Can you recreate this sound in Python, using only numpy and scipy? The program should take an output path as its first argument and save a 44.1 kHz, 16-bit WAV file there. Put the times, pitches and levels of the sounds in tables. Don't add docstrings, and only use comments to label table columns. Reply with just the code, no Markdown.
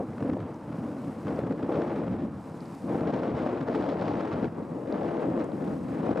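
import sys
import numpy as np
from scipy import signal
from scipy.fft import rfft, irfft
from scipy.io import wavfile

SR = 44100
rng = np.random.default_rng(int(sys.argv[2]) if len(sys.argv) > 2 else 0)


def log_audio(samples):
    frames = np.atleast_2d(samples).T
    limited = np.clip(frames, -1, 1)
    pcm = np.round(limited * 32767).astype(np.int16)
    wavfile.write(sys.argv[1], SR, pcm)


N = 273420
TIME, BINS = np.arange(N) / SR, np.fft.rfftfreq(N, 1 / SR)
SIDES = np.array([[1], [-1]])

# frequency in Hz, coherence (0 to 1).
PORT_LIKENESS = [(60, 1), (130, 0.98), (300, 0.99), (500, 0.97), (800, 0.96), (1700, 0.99), (2400, 0.94),
                 (2950, 0.95), (3500, 0.92), (5000, 0.94), (12000, 0.87)]
# frequency in Hz, left over right in dB before widening.
PORT_BALANCE = [(130, -.5), (250, 1), (350, 1.5), (480, 3.5), (650, 4.5), (900, 2.5), (1200, 0.5),
                (2500, 0)]
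# frequency in Hz, left lead in radians before widening.
PORT_PHASE = [(100, 0.05), (220, -0.089), (430, -0.073), (600, -0.21), (800, -0.68), (1200, -0.55),
              (2500, -0.13), (6000, 0.21)]

# frequency in Hz, relative level in dB.
SLOSH_COLOUR = [(100, -24.5), (300, 0.5), (560, -4.5), (750, 1), (1000, -0.5), (1400, -10.5), (2200, -27.5),
                (4000, -54)]
SPRAY_COLOUR = [(1000, 1.5), (2400, 8.5), (3300, 0.5), (4000, 3.5), (4350, 2.5), (4900, 4), (6200, 0.5),
                (8500, 1.5), (10500, -2.5), (13000, -8), (15500, -14)]
# peak time in seconds, relative level in dB, rise and fall in seconds.
HISS_SWELLS = [(0.2, -75.5, .3, .1), (1.2, -72, .7, .2), (1.37, -73, .07, 0.05), (1.8, -80, .4, .3),
               (2.45, -75, 0.088, .15), (2.8, -69.5, .35, .15), (2.96, -71.5, .08, 0.082),
               (3.75, -73, .015, .025), (4.78, -78.5, 0.17, .45), (5.3, -78.5, 0.27, .2),
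               (5.65, -73.5, .2, 0.23), (5.92, -73.5, .3, 0.21)]
# start in seconds, level in dB, pitch in Hz, seconds to fade by 60 dB.
CLOSE_TICKS = [(0.285, -65, 10300, .02), (0.543, -59, 5970, 0.011), (1.361, -59, 5060, 0.011),
               (2.606, -52.5, 4680, .012), (2.657, -55.5, 4950, 0.011), (4.925, -47, 4350, 0.0078),
               (5.442, -57, 9100, 0.012), (5.4435, -56, 6800, 0.0083), (5.519, -56, 3780, 0.011)]

# frequency in Hz, relative level in dB.
RUMBLE_COLOUR = [(15, -31.5), (35, -28), (60, -17), (90, -5), (125, -2.5), (170, 1), (280, -10.5),
                 (600, -68)]
BUFFET_COLOUR = [(30, -57.5), (60, -40), (100, -15), (160, -1.5), (250, 5), (340, 0), (450, -14),
                 (700, -22), (1400, -45)]
ROAR_COLOUR = [(120, -76), (280, 3.5), (440, 3), (560, 0.16), (780, -10.5), (1050, -17), (1500, -28),
               (2400, -39.5), (5000, -66.5)]
RUSH_COLOUR = [(350, -34), (600, -2), (820, 0), (1000, -9), (1600, -22), (3000, -51.5)]
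RASP_COLOUR = [(600, -13), (1100, 11), (1500, 6.5), (2200, -1), (3500, -11), (4050, -13.5), (4350, -17),
               (4900, -17), (6500, -25.5), (9000, -30.5), (15000, -87)]
GRIT_COLOUR = [(1500, -21), (3000, 6), (4000, 3), (5200, 0), (6500, -10.5), (9000, -23), (15000, -37)]
# centre and half length in seconds, pitch in Hz, relative level in dB.
SHEDDING_THRUMS = [(2.25, 0.056, 212.2, -30.5), (5.289, 0.1, 291, -29), (5.358, 0.075, 468.4, -33),
                   (5.392, 0.044, 271.3, -29), (5.633, 0.035, 245, -34)]
# peak time in seconds, relative body and crack levels in dB, rise in seconds.
AIR_PUFFS = [(0.181, -45, -49.5, 0.0023), (0.206, -21.5, -50.5, 0.0038), (0.227, -23, -47, 0.0018),
             (0.299, -23, -48, 0.0041), (0.335, -22, -47, 0.0039), (0.37, -20, -59, 0.0034),
             (0.392, -32, -52, 0.0023), (0.404, -32, -50, 0.0035), (0.429, -39, -55, 0.0026),
             (1.002, -38, -57, 0.0017), (1.27, -24, -47, 0.0032), (1.283, -27, -48.5, .008),
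             (1.391, -43, -46, .0035), (1.414, -34, -51, .002), (1.47, -29, -49, .0025),
             (1.51, -22.5, -51, 0.0043), (1.525, -30, -48.5, .003), (1.631, -37, -48, .0042),
             (1.695, -16, -57, 0.0053), (1.724, -34.5, -49, 0.0089), (1.744, -28, -46, .003),
             (1.756, -19, -46.5, .006), (1.82, -27, -46, 0.0056), (1.897, -31, -50.5, 0.0018),
             (1.96, -27, -49, 0.0061), (2.01, -36, -52.5, .002), (2.042, -26, -54, 0.0011),
             (2.081, -32, -50, 0.0023), (2.903, -23, -54.5, 0.0043), (2.923, -19.5, -62, 0.0058),
             (2.947, -18, -55, 0.0034), (3.009, -32, -45, 0.0025), (3.075, -24, -45, 0.0046),
             (3.141, -30.5, -45.5, 0.0076), (3.162, -25, -48, .002), (3.235, -20, -46, .004),
             (3.385, -33, -48.5, 0.013), (3.464, -19.5, -48.5, 0.0047), (3.493, -18, -50.5, 0.0041),
             (3.549, -35, -48, 0.0024), (3.61, -38, -44.5, 0.0052), (3.671, -23, -56, .002),
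             (3.684, -21, -54, 0.0073), (3.752, -43, -43.5, .007), (3.809, -26, -49, .0049),
             (3.891, -31.5, -47.5, 0.01), (3.958, -20, -61, 0.0063), (4.022, -18, -53, 0.0051),
             (4.082, -24.5, -46.5, 0.011), (4.208, -25, -44.5, .0045), (4.326, -33, -47, 0.012),
             (4.445, -19.5, -43.5, 0.0014), (4.875, -28, -48.5, 0.0018), (4.974, -30, -53, 0.0035),
             (5.012, -34, -46, .002), (5.032, -30, -44, .0015), (5.047, -19, -51, 0.0029),
             (5.086, -25, -49.5, .008), (5.115, -32, -52, .002), (5.17, -17, -47, 0.0022),
             (5.2, -29, -51.5, .003), (5.377, -23, -48, .002), (5.401, -28, -48.5, 0.02),
             (5.621, -26, -50.5, 0.0037), (5.641, -29, -50, .0023), (5.677, -23, -51.5, 0.0033),
             (5.875, -40, -56, .002), (5.931, -23, -57, 0.002), (6.066, -19.5, -44, .0035),
             (6.092, -16.5, -55, 0.0038), (6.114, -25, -46, 0.0026), (6.159, -18, -48, .002),
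             (6.175, -27, -45, 0.0068)]
# peak time in seconds, relative level in dB, pitch in Hz.
EDDY_THUMPS = [(0.228, -29, 350), (0.297, -17, 280), (0.319, -19.5, 280), (1.302, -20, 340),
               (1.338, -20.5, 340), (1.391, -16.5, 460), (1.44, -19, 277), (1.511, -19, 300),
               (1.636, -19, 276), (1.789, -16.5, 345), (1.826, -18, 345), (1.964, -23, 430),
               (2.153, -24, 317), (3.016, -16, 288), (3.148, -19, 283), (3.289, -21, 345),
               (3.329, -18, 273), (3.532, -16, 335), (3.621, -22, 274), (3.691, -21.5, 441),
               (3.77, -21, 345), (3.915, -20, 448), (4.047, -17, 321), (4.344, -22, 442), (4.386, -24, 332),
               (4.431, -18, 277), (4.446, -17, 315), (4.927, -21, 420), (5.288, -16.5, 345),
               (5.546, -23, 306), (5.616, -20.5, 340), (6.115, -21.5, 318)]
# centre and half length in seconds, level change in dB.
WIND_FADER_MOVES = [(0.309, 0.0053, -7.5), (0.55, 0.018, -1), (1.133, .012, 0), (1.212, 0.017, -1),
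                    (1.675, 0.0098, 1), (2.178, .015, -2), (2.42, 0.017, -5), (2.79, 0.021, -5),
                    (3.118, 0.0071, -4.5), (3.65, .012, -2), (4.412, 0.0069, -1), (5.6, 0.0055, -2.5),
                    (6.05, 0.0042, -3), (4.526, .02, 0.5), (4.66, .025, 0), (6.145, 0.0042, -10)]
# time in seconds, gain on the left-right difference in dB.
WIND_SWING = [(0, -6.5), (2.0, -1.2), (5.1, 4), (6.2, 4.5)]
# centre and half length in seconds, relative buffet and rumble levels in dB.
EDDY_SWELLS = [(0.104, 0.05, -42, -39), (0.23, 0.016, -41, -29), (0.3, 0.063, -33, -48),
               (0.333, 0.024, -42, -33.5), (0.418, 0.049, -44, -33.5), (0.687, .03, -41, -39),
               (0.796, 0.04, -38, -39), (0.897, 0.074, -37.5, -59.5), (1.072, 0.018, -35, -41),
               (1.282, 0.047, -34, -37), (1.426, .1, -41, -36.5), (1.52, 0.062, -29.5, -50),
               (1.656, .025, -39, -44), (1.768, .035, -27, -43), (1.972, 0.054, -32.5, -38),
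               (2.12, 0.071, -36, -33.5), (2.243, 0.042, -35, -38), (2.35, 0.08, -59, -39),
               (2.553, 0.067, -42, -56), (2.837, 0.035, -36.5, -56), (2.936, .068, -30.5, -46),
               (3.088, 0.046, -36, -36), (3.2, .03, -43, -48), (3.337, .03, -46, -31.5),
               (3.43, 0.05, -44, -38), (3.63, 0.044, -35, -39.5), (3.808, 0.029, -32.5, -33.5),
               (4.102, 0.04, -48, -37), (4.177, 0.023, -40, -35), (4.35, 0.04, -52, -33),
               (4.454, 0.037, -33.5, -33), (4.616, 0.04, -37, -53), (4.747, .045, -36.5, -50),
               (4.943, 0.024, -33, -50), (5.084, .04, -42, -43), (5.29, 0.043, -41, -37),
               (5.397, 0.013, -32, -44), (5.523, 0.077, -35.5, -50), (5.691, 0.069, -32.5, -55),
               (5.945, 0.28, -36, -40), (6.12, 0.022, -39, -33.5)]
# start and length in seconds, then in dB the force, its drift by the end,
# and the extra drive on the middling and on the fine turbulence.
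WIND_GUSTS = [(-0.05, 0.037, 3.5, 7.5, -0.5, -28), (0.084, 0.21, -18, 13, -0.5, -2),
              (0.222, 0.18, -3.5, -4.5, -0.5, -20), (0.387, 0.12, -10.5, 4.5, -3, -2.5),
              (0.66, 0.56, -6, -4, -4, -4), (1.264, 0.24, -3, -8, 2, 2), (1.573, 0.083, -2, -3.5, -0.5, -1),
              (1.692, 0.12, 0.5, -1.5, 1.5, 0.9), (1.818, 0.26, 1.1, -5.5, -2, 0.5),
              (2.092, 0.13, -8.5, 0, -2.5, 4), (2.882, 0.16, -0.7, -0.5, 0.5, -1),
              (3.051, 0.26, 1.5, -1, -1.5, 0.5), (3.34, 0.29, 0, -4, -1.1, 3), (3.655, 0.28, -2, 1, 1, 3.5),
              (3.966, 0.49, -1.16, -2.5, 0.1, 4), (4.547, 0.061, -4.5, -2, 1.5, -7),
              (4.676, 0.32, -10, -2, 4.5, -12), (4.891, 0.34, -4, 1, 2, 2.5),
              (5.207, 0.25, -2.5, -2, 1.7, -2), (5.475, 0.26, -10, 5.5, 0, -2),
              (5.828, 0.17, -13.5, 10, -1.5, 1.5), (6.02, 0.11, -3.5, -1.5, 3.5, 5.5),
              (6.167, 0.1, 0.5, 0, 4, 2)]


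def gain_of(db):
    return np.exp(np.asarray(db) * np.log(10) / 20)


def unit_rms(x):
    return x / np.sqrt(np.mean(x ** 2) + 1e-20)


def across_bins(curve):
    hz, value = np.transpose(curve)
    return np.interp(np.log(BINS + 1), np.log(hz + 1), value)


def hump(peak_s, rise_s, fall_s):
    return np.exp(-((TIME - peak_s) / np.where(TIME < peak_s, rise_s, fall_s)) ** 2)


def flutter(slow_hz, fast_hz):
    shape = BINS / (BINS + slow_hz) / np.sqrt(BINS + slow_hz) / (1 + (BINS / fast_hz) ** 2)
    wobble = unit_rms(irfft(rfft(rng.standard_normal(N)) * shape, N))
    return unit_rms(np.tanh(wobble / 2))


def widened(pair, width):
    middle = pair.mean(0)
    return middle + width * (pair - middle)


def port_noise(colour, slant=1):
    common, apart = rfft(rng.standard_normal((2, N)))
    likeness = np.clip(across_bins(PORT_LIKENESS), 0, 1)
    pair = common * np.sqrt(1 + likeness) + SIDES * apart * np.sqrt(1 - likeness)
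    balance = gain_of(slant * SIDES * across_bins(PORT_BALANCE) / 2)
    phase = np.exp(.5j * slant * SIDES * across_bins(PORT_PHASE))
    roll_off = 1 / (1 + (BINS / colour[-1][0] / 2) ** 2)
    return unit_rms(irfft(pair * balance * phase * gain_of(across_bins(colour)) * roll_off, N))


def lake(floor_db=-77.5, drops_per_s=260, drop_spread_db=3.0):
    swell_power = sum((gain_of(db) * hump(s, rise, fall)) ** 2 for s, db, rise, fall in HISS_SWELLS)
    hiss_gain = np.sqrt(gain_of(floor_db) ** 2 + swell_power)
    spray = widened(port_noise(SPRAY_COLOUR, slant=0), width=1.13)
    spray *= gain_of(0.95 * flutter(slow_hz=5, fast_hz=40))
    sizes = gain_of(drop_spread_db * np.minimum(rng.exponential(1, N), 4)) * rng.choice([-1, 1], N)
    hits = sizes * (rng.random(N) < drops_per_s / SR)
    drops = unit_rms(irfft(rfft(hits) * gain_of(across_bins(SPRAY_COLOUR)), N))
    slosh = gain_of(-49.5) * widened(port_noise(SLOSH_COLOUR, slant=0), width=0.65)
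    return hiss_gain * (gain_of(5.5) * spray + gain_of(-1.5) * drops) + slosh


def ticks(spread=0.1, attack_s=0.00013):
    out = np.zeros(N)
    t = np.arange(SR // 20) / SR
    cluster = 1 + spread * np.linspace(-1, 1, 7)[:, None]
    detunes = rng.uniform(-0.065, 0.025, (len(CLOSE_TICKS), 7, 1))
    for (s, db, hz, t60), detune in zip(CLOSE_TICKS, detunes):
        ring = unit_rms(np.sin(2 * np.pi * hz * (cluster + detune) * t).sum(0))
        start = round(s * SR)
        out[start:start + len(t)] += ring * gain_of(db - 60 * t / t60) * (1 - np.exp(-t / attack_s))
    return out


def thrums(wander_hz=45):
    out = np.zeros((2, N))
    for s, half_s, hz, db in SHEDDING_THRUMS:
        pace_hz = hz + wander_hz * flutter(slow_hz=23.2, fast_hz=60)
        out += gain_of(db) * hump(s, half_s, half_s) * np.sin(2 * np.pi * np.cumsum(pace_hz) / SR)
    return out * unit_rms(gain_of(3.4 * flutter(slow_hz=25, fast_hz=70)))


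def grit(surge, db):
    return gain_of(db) * unit_rms(surge ** 2) * port_noise(GRIT_COLOUR)


def puffs(spit_db=3.5):
    body, crack = np.zeros((2, N))
    for s, body_db, crack_db, rise_s in AIR_PUFFS:
        near = abs(TIME - s) < 10 * rise_s
        age = np.maximum((TIME[near] - s) / rise_s + 1, 0)
        envelope = age ** 2 * np.exp(2 * (1 - age))
        body[near] += gain_of(body_db) * envelope
        crack[near] += gain_of(crack_db) * envelope
    crack *= unit_rms(gain_of(spit_db * flutter(slow_hz=200, fast_hz=600)))
    push = gain_of(-7.0) * body * port_noise(ROAR_COLOUR)
    edge = gain_of(3.5) * crack * port_noise(RASP_COLOUR)
    return push + edge + grit(crack, db=-76.0)


def thumps(rise_s=0.002, fall_s=0.0018, duck_db=-2.0, left_db=1.5):
    out, cover = np.zeros((2, N))
    for (s, db, hz), phase in zip(EDDY_THUMPS, rng.random(len(EDDY_THUMPS))):
        passing = hump(s, rise_s, fall_s)
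        out += gain_of(db) * passing * np.sin(2 * np.pi * (hz * (TIME - s) + phase))
        cover += passing
    return out * gain_of(SIDES * left_db / 2), gain_of(duck_db * cover)


def wind_fader():
    return gain_of(sum(db * hump(s, half_s, half_s) for s, half_s, db in WIND_FADER_MOVES))


def swells():
    buffet, rumble = np.zeros((2, N))
    for s, half_s, buffet_db, rumble_db in EDDY_SWELLS:
        passing = hump(s, half_s, half_s)
        buffet += gain_of(buffet_db) * passing
        rumble += gain_of(rumble_db) * passing
    return buffet, rumble


def gusts(breeze_db=-16, attack_s=0.064, release_s=0.024):
    force, middling, fine = np.full((3, N), gain_of(breeze_db) ** 2)
    for s, length_s, db, drift_db, middling_db, fine_db in WIND_GUSTS:
        age = TIME - s
        attack = np.clip(age / attack_s + .5, 0, 1)
        release = np.exp(-np.maximum(age - length_s, 0) / release_s)
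        gust = attack * release * gain_of(db + drift_db * np.clip(age / length_s, 0, 1))
        force += gust ** 2
        middling += (gust * gain_of(middling_db)) ** 2
        fine += (gust * gain_of(fine_db)) ** 2
    return np.sqrt(force), np.sqrt(middling), np.sqrt(fine)


def wind(drag_db=-8):
    force, middling, fine = gusts()
    buffet_swell, rumble_swell = swells()
    churn = flutter(slow_hz=11, fast_hz=171)
    spits = flutter(slow_hz=200, fast_hz=600)
    heave = flutter(slow_hz=2.8, fast_hz=12)
    rumble_gain = np.hypot(gain_of(-43.0) * force ** 0.22, rumble_swell)
    buffet_gain = np.hypot(gain_of(-34.5) * force ** 0.5, buffet_swell)
    roar_gain = np.hypot(gain_of(-30.5) * middling ** 1.1, gain_of(drag_db) * buffet_swell)
    rasp_gain = gain_of(-48.5) * fine ** 0.73
    rumble = rumble_gain * unit_rms(gain_of(0.81 * heave)) * port_noise(RUMBLE_COLOUR)
    buffet = buffet_gain * unit_rms(gain_of(1.5 * churn)) * port_noise(BUFFET_COLOUR)
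    roar = roar_gain * unit_rms(gain_of(0.78 * churn)) * port_noise(ROAR_COLOUR)
    rush = gain_of(-42) * fine ** 1.3 * unit_rms(gain_of(1.7 * churn)) * port_noise(RUSH_COLOUR)
    rasp = rasp_gain * unit_rms(gain_of(1.66 * churn + 2.1 * spits)) * port_noise(RASP_COLOUR)
    crackle = grit(fine ** 2.8 * gain_of(churn + 2.7 * spits), db=-71)
    return rumble + buffet + roar + rush + rasp + crackle


def scene():
    knocks, ducking = thumps()
    width = gain_of(np.interp(TIME, *np.transpose(WIND_SWING)))
    air = widened(wind() * ducking + puffs() + knocks, width) + thrums() * ducking
    return air * wind_fader() + lake() + ticks()


def record(dry, low_cut_hz=48, notch_hz=387.6, notch_width_hz=41, high_cut_hz=15600):
    trimmed = signal.sosfilt(signal.butter(2, low_cut_hz, "highpass", fs=SR, output="sos"), dry)
    notched = signal.lfilter(*signal.iirnotch(notch_hz, notch_hz / notch_width_hz, SR), trimmed)
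    high_cut = signal.firwin(511, high_cut_hz, window=("kaiser", 9), fs=SR)
    return signal.oaconvolve(notched, high_cut[None], "same")


dry = scene()
out = record(dry)
log_audio(out)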